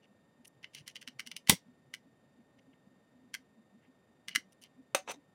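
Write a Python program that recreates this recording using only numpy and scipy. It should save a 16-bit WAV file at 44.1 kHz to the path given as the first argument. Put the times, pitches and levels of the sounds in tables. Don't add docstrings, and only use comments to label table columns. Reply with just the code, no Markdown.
import sys
import numpy as np
from scipy import signal
from scipy.fft import rfft, irfft
from scipy.io import wavfile
from scipy.ndimage import uniform_filter1d, map_coordinates

SR = 44100
rng = np.random.default_rng(int(sys.argv[2]) if len(sys.argv) > 2 else 0)


def bounce(signal):
    frames = np.transpose(np.atleast_2d(signal))
    limited = np.clip(frames, -1, 1)
    pcm = np.round(limited * 32767).astype(np.int16)
    wavfile.write(sys.argv[1], SR, pcm)


N = 235708
SIZE = 16384
AGE = np.arange(SIZE) / SR
HZ = np.fft.rfftfreq(SIZE, 1 / SR)

# frequency in Hz, time to decay by 60 dB in seconds.
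ROOM_DECAY = [(100, 0.11), (300, 0.1), (1000, 0.11), (3000, 0.12), (6000, 0.13), (10000, 0.1),
              (16000, 0.099)]
# frequency in Hz, level in dB, half the depth of the dips as a fraction.
WHINES = [(1830, -81.5, .3), (3658, -91, .35), (4732, -96.5, .3), (6070, -103, .3), (7101, -101, .3),
          (7321, -94, .45), (9152, -104, .3), (9475, -101, .3), (10982, -104, .3), (11838, -102, .3)]

# frequency in Hz, relative level in dB.
FAN_SPECTRUM = [(20, -44.5), (60, -23.5), (125, -9), (240, -5.5), (320, -12.5), (440, -14), (540, -13.5),
                (1000, -22), (1500, -27), (2950, -33), (3400, -36), (6000, -42), (12000, -45.5),
                (14000, -59)]
DESK_SPECTRUM = [(30, -26), (70, -9), (130, -2), (220, 2.5), (290, -5.5), (360, -20), (480, -18),
                 (800, -31.5), (2000, -72.5)]
RUB_SPECTRUM = [(600, -45), (1400, -24), (2050, -6), (2500, -9), (2950, 3), (3600, -11), (5200, -9),
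                (6150, -4), (7000, -14), (8200, -18), (9500, -8), (10800, -18), (13000, -22), (16000, -27)]
SCRAPE_SPECTRUM = [(88, -59), (150, -18), (391, -2), (466, 1), (774, -8), (960, -2.5), (1500, -23),
                   (2060, -6), (2920, -35), (3700, -3.5), (4320, -25), (6020, -10), (16000, -49)]
KNOCK_SPECTRUM = [(90, -26), (200, -18), (420, -3), (560, 0), (950, 1), (1400, -8.5), (2000, -10),
                  (2500, -0.5), (3100, -7.5), (4700, -17.5), (6140, -18), (8900, -21.5), (11000, -30),
                  (16000, -36.5)]
FLAME_SPECTRUM = [(30, -28.5), (70, -12), (115, -4), (150, -3), (190, -1), (260, -4.5), (340, -13.5),
                  (490, -12.5), (800, -31), (2000, -47)]
TICK_SPECTRUM = [(300, -48.5), (800, -22), (1370, -10.5), (1750, -6), (2120, 0.5), (2540, -6), (2950, 3),
                 (3600, -10), (4500, -8), (5800, -7), (7100, -17), (9600, -15.5), (13400, -25),
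                 (16000, -30)]
SNAP_SPECTRUM = [(200, -34.5), (400, -17), (600, -12), (950, -0.5), (1250, -13), (1750, -9), (2070, 0.5),
                 (2400, -4.5), (3290, 1), (4160, -5.5), (4830, -2.5), (7200, -9.5), (8800, -5.5),
                 (16000, -14.5)]

# frequency in Hz, relative level in dB, time to decay by 60 dB in seconds.
KNOCK_MODES = [(570, -12, .055), (668, -31, .09), (765, -27, .12), (920, -23, .05), (1660, -27, .05),
               (2050, -26, .04), (2560, -15, .02), (3050, -27, .07), (3700, -29, .07), (6150, -26, .05),
               (8880, -27, .02)]
PLASTIC_MODES = [(1570, -25, .03), (2030, -18, .04), (2250, -21, .03), (2900, -20, .05), (3100, -24, .06),
                 (5750, -28, .025), (6150, -30, .035), (9600, -36, .035)]
METAL_MODES = [(2030, -27, .05), (2700, -31, .05), (3130, -28, .06), (3530, -29, .07), (3800, -30, .07),
               (4780, -29, .06), (5100, -27, .06), (5570, -31, .07), (8520, -29, .05), (9690, -32, .07),
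               (10400, -33, .06)]

# middle in seconds, level in dB, pitch in Hz, half-width in seconds.
FIRM_BUMPS = [(0.813, -50.5, 146.8, 0.0097), (1.087, -49.5, 250, 0.017), (1.285, -54, 250, 0.021),
              (1.694, -56.5, 240, 0.027), (2.4, -56.5, 245, 0.028), (2.876, -51, 187.7, 0.0067),
              (3.199, -60, 252.6, 0.091), (3.593, -57, 218, 0.026), (3.739, -60.5, 195.4, .036),
              (4.38, -43.5, 290, 0.0062), (4.799, -51, 256, 0.028), (5.18, -54, 290, 0.023)]
# middle in seconds, level in dB, half-width in seconds, treble in dB.
FINGER_STROKES = [(.041, -68.5, 0.025, -27), (.4535, -55, .008, -3), (0.477, -57.5, .009, 32),
                  (0.778, -53, 0.042, -12), (0.896, -56.5, 0.027, -10), (1.017, -49, 0.0055, 0),
                  (2.591, -63, .009, -18), (2.735, -66, .009, -55), (3.849, -72.5, 0.038, -54),
                  (4.317, -52.5, 0.029, -26), (4.527, -65.5, 0.011, 11.5), (4.623, -54.5, 0.0077, 11),
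                  (4.652, -61.5, 0.024, -20)]
# start in seconds, then catch level, release level, treble and hollowness in dB.
TRIGGER_STEPS = [(.6345, -51, -37.5, -20, -6.5), (0.7399, -57, -40, 4.5, -12),
                 (0.8694, -53.5, -37.5, 6, -3), (0.9554, -39, -40, -6, -11),
                 (1.0177, -49.5, -46.5, -0.5, 0.5), (1.0750, -36.5, -43.5, -3, -2),
                 (1.1938, -32, -37.5, 1.5, 5.5), (1.2637, -45.5, -39, 3.5, -2.5),
                 (1.3142, -36.5, -73, -4, -8), (1.3642, -34, -51, 5.5, -9), (1.4724, -37, -51.5, 0, -4.5),
                 (1.9381, -33.5, -42.5, 4, 5), (3.3399, -32, -33.5, 5.5, 8.5),
                 (4.2822, -33, -40.5, 1, -0.5), (4.3498, -26, -17.5, 6, 10.5), (4.629, -59, -49, 7, -16)]
# start in seconds, level in dB, treble in dB, hollowness in dB.
LANDING_HITS = [(4.9472, -17, 12.5, 6), (4.9495, -26, 3.5, -10.5)]
HAMMER_HITS = [(1.4951, -7.5, 6.5, 1.5), (1.4977, -11.5, -.5, 3)]


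def amp(db):
    return 10 ** (np.asarray(db) / 20)


def unit_rms(x):
    return x / np.sqrt(np.mean(x ** 2) + 1e-20)


def unit_pulse(x):
    return x / np.sqrt(np.sum(x ** 2) / (SR * .002))


def curve(points, hz=HZ):
    frequencies, values = np.transpose(points)
    return np.interp(np.log(hz + 1), np.log(frequencies + 1), values)


def add(track, start_s, sound):
    start = round(start_s * SR)
    part = sound[max(-start, 0):N - start]
    track[max(start, 0):][:len(part)] += part


def jitter(samples):
    return unit_rms(uniform_filter1d(rng.standard_normal(SIZE), size=samples))


def wander(position, knots=64):
    return map_coordinates(rng.standard_normal(size=knots), [position], mode="mirror")


def swell(width_s):
    return np.exp(-2 * ((AGE - AGE.mean()) / width_s) ** 2)


def coloured(x, gain_db):
    cepstrum = irfft(np.log(amp(gain_db) + 1e-6))
    cepstrum[1:SIZE // 2] *= 2
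    cepstrum[SIZE // 2 + 1:] = 0
    return irfft(rfft(x) * np.exp(rfft(cepstrum)))


def treble(db, corner_hz=2500, top_hz=11000):
    return db * np.log2(1 + (np.minimum(HZ, top_hz) / corner_hz) ** 4) / 8


def hollow(db, middle_hz=1500, octaves=.52):
    return db * np.exp(-(np.log2((HZ + 1) / middle_hz) / octaves) ** 2)


def burst(length_s, rise_s=.001):
    gate = np.exp(-np.minimum(AGE / length_s, 10) ** 2) * (1 - np.exp(-AGE / rise_s))
    scatter = rfft(rng.standard_normal(SIZE) * gate)
    flattened = scatter / np.sqrt(np.abs(scatter) + 1e-12)
    return irfft(flattened) * np.sqrt(gate)


def ring(modes, scatter_db=3, detune=.008, buzz=.007, attack_s=.00012):
    waves = np.zeros(SIZE)
    for hz, db, t60 in modes:
        rattle = jitter(50)
        pitch = hz * (1 + detune * rng.normal() + buzz * rattle)
        decay = amp(db + scatter_db * rng.normal() - 60 * AGE / t60)
        waves += decay * np.sin(2 * np.pi * (np.cumsum(pitch) / SR + rng.random()))
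    return waves * (1 - np.exp(-(AGE / attack_s) ** 2))


def room(x, echo_db, tail_db, echo_s=.0069, smear_s=.0019, build_s=.0088):
    hz, t, noise = signal.stft(rng.standard_normal(SIZE), SR, nperseg=256)
    decay = amp(-60 * t / curve(ROOM_DECAY, hz)[:, None])
    tail = signal.istft(noise * decay, SR, nperseg=256)[1][:SIZE]
    tail *= 1 - np.exp(-AGE / build_s)
    echo = np.interp(AGE - echo_s, AGE, burst(smear_s), left=0)
    response = amp(tail_db) * tail / np.linalg.norm(tail) + amp(echo_db) * echo / np.linalg.norm(echo)
    return x + signal.fftconvolve(x, response)[:SIZE]


def friction(colour_db, db, width_s, grain_db=5, grip_db=2):
    grain = amp(grain_db * jitter(60))
    grip = grip_db * wander(HZ / 400)
    slips = coloured(rng.standard_normal(SIZE) * grain, colour_db + grip)
    return amp(db) * swell(width_s) * unit_rms(slips)


def thud():
    return unit_pulse(coloured(AGE == 0, curve(DESK_SPECTRUM)))


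def impacts(hits, spectrum, modes, length_s, low_hz, ring_db, thud_db, echo_db, tail_db):
    track = np.zeros(N)
    radiation_db = -10 * np.log10(1 + (low_hz / (HZ + 1)) ** 4)
    for start_s, db, treble_db, hollow_db in hits:
        crack = unit_pulse(coloured(burst(length_s), curve(spectrum)))
        colour_db = treble(treble_db) + hollow(hollow_db) + radiation_db
        body = unit_pulse(coloured(crack + amp(ring_db) * ring(modes), colour_db))
        add(track, start_s, amp(db) * room(body + amp(thud_db) * thud(), echo_db, tail_db))
    return track


def computer(fan_db=-68, pulse_hz=24):
    t = np.arange(N) / SR
    fan_gain = amp(curve(FAN_SPECTRUM, np.fft.rfftfreq(N, 1 / SR)))
    fan = irfft(rfft(rng.standard_normal(N)) * fan_gain, N)
    track = amp(fan_db) * unit_rms(fan)
    dips = 2 * np.sin(np.pi * pulse_hz * t) ** 6
    for hz, db, half_depth in WHINES:
        pitch = hz + wander(t * 10, knots=128)
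        tone = np.sin(2 * np.pi * np.cumsum(pitch) / SR)
        track += amp(db) * unit_rms((1 - half_depth * dips) * tone)
    return track


def finger_rubs():
    track = np.zeros(N)
    for middle_s, db, width_s, treble_db in FINGER_STROKES:
        rub = friction(curve(RUB_SPECTRUM) + treble(treble_db), db, width_s)
        add(track, middle_s - AGE.mean(), rub)
    return track


def hand_bumps(waver=.04, count=22, light_db=-63, scatter_db=3, light_hz=(125.2, 275), light_s=.03):
    track = np.zeros(N)
    light_bumps = [((k + rng.random()) * N / SR / count, light_db + scatter_db * rng.normal(),
                    rng.uniform(*light_hz), light_s) for k in range(count)]
    for middle_s, db, hz, width_s in FIRM_BUMPS + light_bumps:
        pitch = hz * (1 + waver * wander(AGE * 110))
        tone = np.sin(2 * np.pi * np.cumsum(pitch) / SR)
        add(track, middle_s - AGE.mean(), amp(db) * swell(width_s) * tone)
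    return track


def neck_squeak(start_s=5.092, db=-46, hz=6030, waver=.012, rough_db=4, rise_s=.01):
    pitch = hz * (1 + waver * jitter(120))
    grip = unit_rms(amp(rough_db * jitter(120)))
    envelope = AGE / rise_s * np.exp(1 - AGE / rise_s) * grip
    track = np.zeros(N)
    add(track, start_s, amp(db) * envelope * np.sin(2 * np.pi * np.cumsum(pitch) / SR))
    return track


def skid(start_s=5.0755, gap_s=.0095, peak_s=5.099, width_s=.045, peak_db=-35, fade_db=6, hollow_db=5):
    hits = []
    for k in range(5):
        hit_s = start_s + k * gap_s
        db = peak_db - fade_db * ((hit_s - peak_s) / width_s) ** 2
        treble_db = -12 + 7 * k
        hits.append((hit_s, db, treble_db, hollow_db))
    track = impacts(hits, KNOCK_SPECTRUM, KNOCK_MODES, length_s=.0088, low_hz=297,
                    ring_db=1.5, thud_db=-23, echo_db=-17.5, tail_db=-18)
    scrape_db = curve(SCRAPE_SPECTRUM)
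    add(track, peak_s - AGE.mean(), friction(scrape_db, db=-45, width_s=.029))
    add(track, peak_s + width_s - AGE.mean(), friction(scrape_db + treble(-6), db=-51, width_s=.017))
    return track


def landing():
    return impacts(LANDING_HITS, KNOCK_SPECTRUM, KNOCK_MODES, length_s=.0066, low_hz=329,
                   ring_db=9, thud_db=-42, echo_db=-23, tail_db=-10)


def trigger_slides(lead_s=.003, db=-58):
    track = np.zeros(N)
    colour_db = curve(RUB_SPECTRUM) + treble(-8, corner_hz=3800, top_hz=14000)
    for catch_s, *_ in TRIGGER_STEPS:
        add(track, catch_s - lead_s - AGE.mean(), friction(colour_db, db, width_s=.0036))
    return track


def trigger_ticks(release_s=.0076):
    hits = []
    for start_s, catch_db, release_db, treble_db, hollow_db in TRIGGER_STEPS:
        hits.append((start_s, catch_db, treble_db, hollow_db))
        hits.append((start_s + release_s, release_db, treble_db, hollow_db))
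    return impacts(hits, TICK_SPECTRUM, PLASTIC_MODES, length_s=.0045, low_hz=900,
                   ring_db=8.5, thud_db=-27.5, echo_db=-16, tail_db=-17.5)


def flame(start_s=1.5, db=-32, peak_s=.024, width_s=.015):
    envelope = np.exp(-((AGE - peak_s) / width_s) ** 2)
    puff = coloured(burst(length_s=.24) * envelope, curve(FLAME_SPECTRUM))
    track = np.zeros(N)
    add(track, start_s, amp(db) * puff * np.linalg.norm(envelope) / np.linalg.norm(puff))
    return track


def striker(gap_s=.0036, slip_db=-31, growth_db=4, slip_treble_db=-6, jolt_db=-16):
    snap_s = HAMMER_HITS[0][0]
    slips = [(snap_s - (k + 1) * gap_s, slip_db - k * growth_db, slip_treble_db, 0) for k in range(3)]
    track = impacts(slips + HAMMER_HITS, SNAP_SPECTRUM, METAL_MODES, length_s=.0034, low_hz=200.7,
                    ring_db=3, thud_db=-29.5, echo_db=-14, tail_db=-12)
    add(track, snap_s, amp(jolt_db) * room(thud(), echo_db=-15.5, tail_db=-19.5))
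    return track


def scene():
    lighting = trigger_slides() + trigger_ticks() + striker() + flame()
    putting_down = landing() + skid() + neck_squeak()
    return (lighting + putting_down + hand_bumps() + finger_rubs() + computer())[None]


def record(dry, ceiling=.55, top_hz=16100):
    rounded = dry / (1 + (dry / ceiling) ** 4) ** (1 / 4)
    return signal.sosfilt(signal.cheby1(12, .5, top_hz, fs=SR, output="sos"), rounded)


dry = scene()
out = record(dry)
bounce(out)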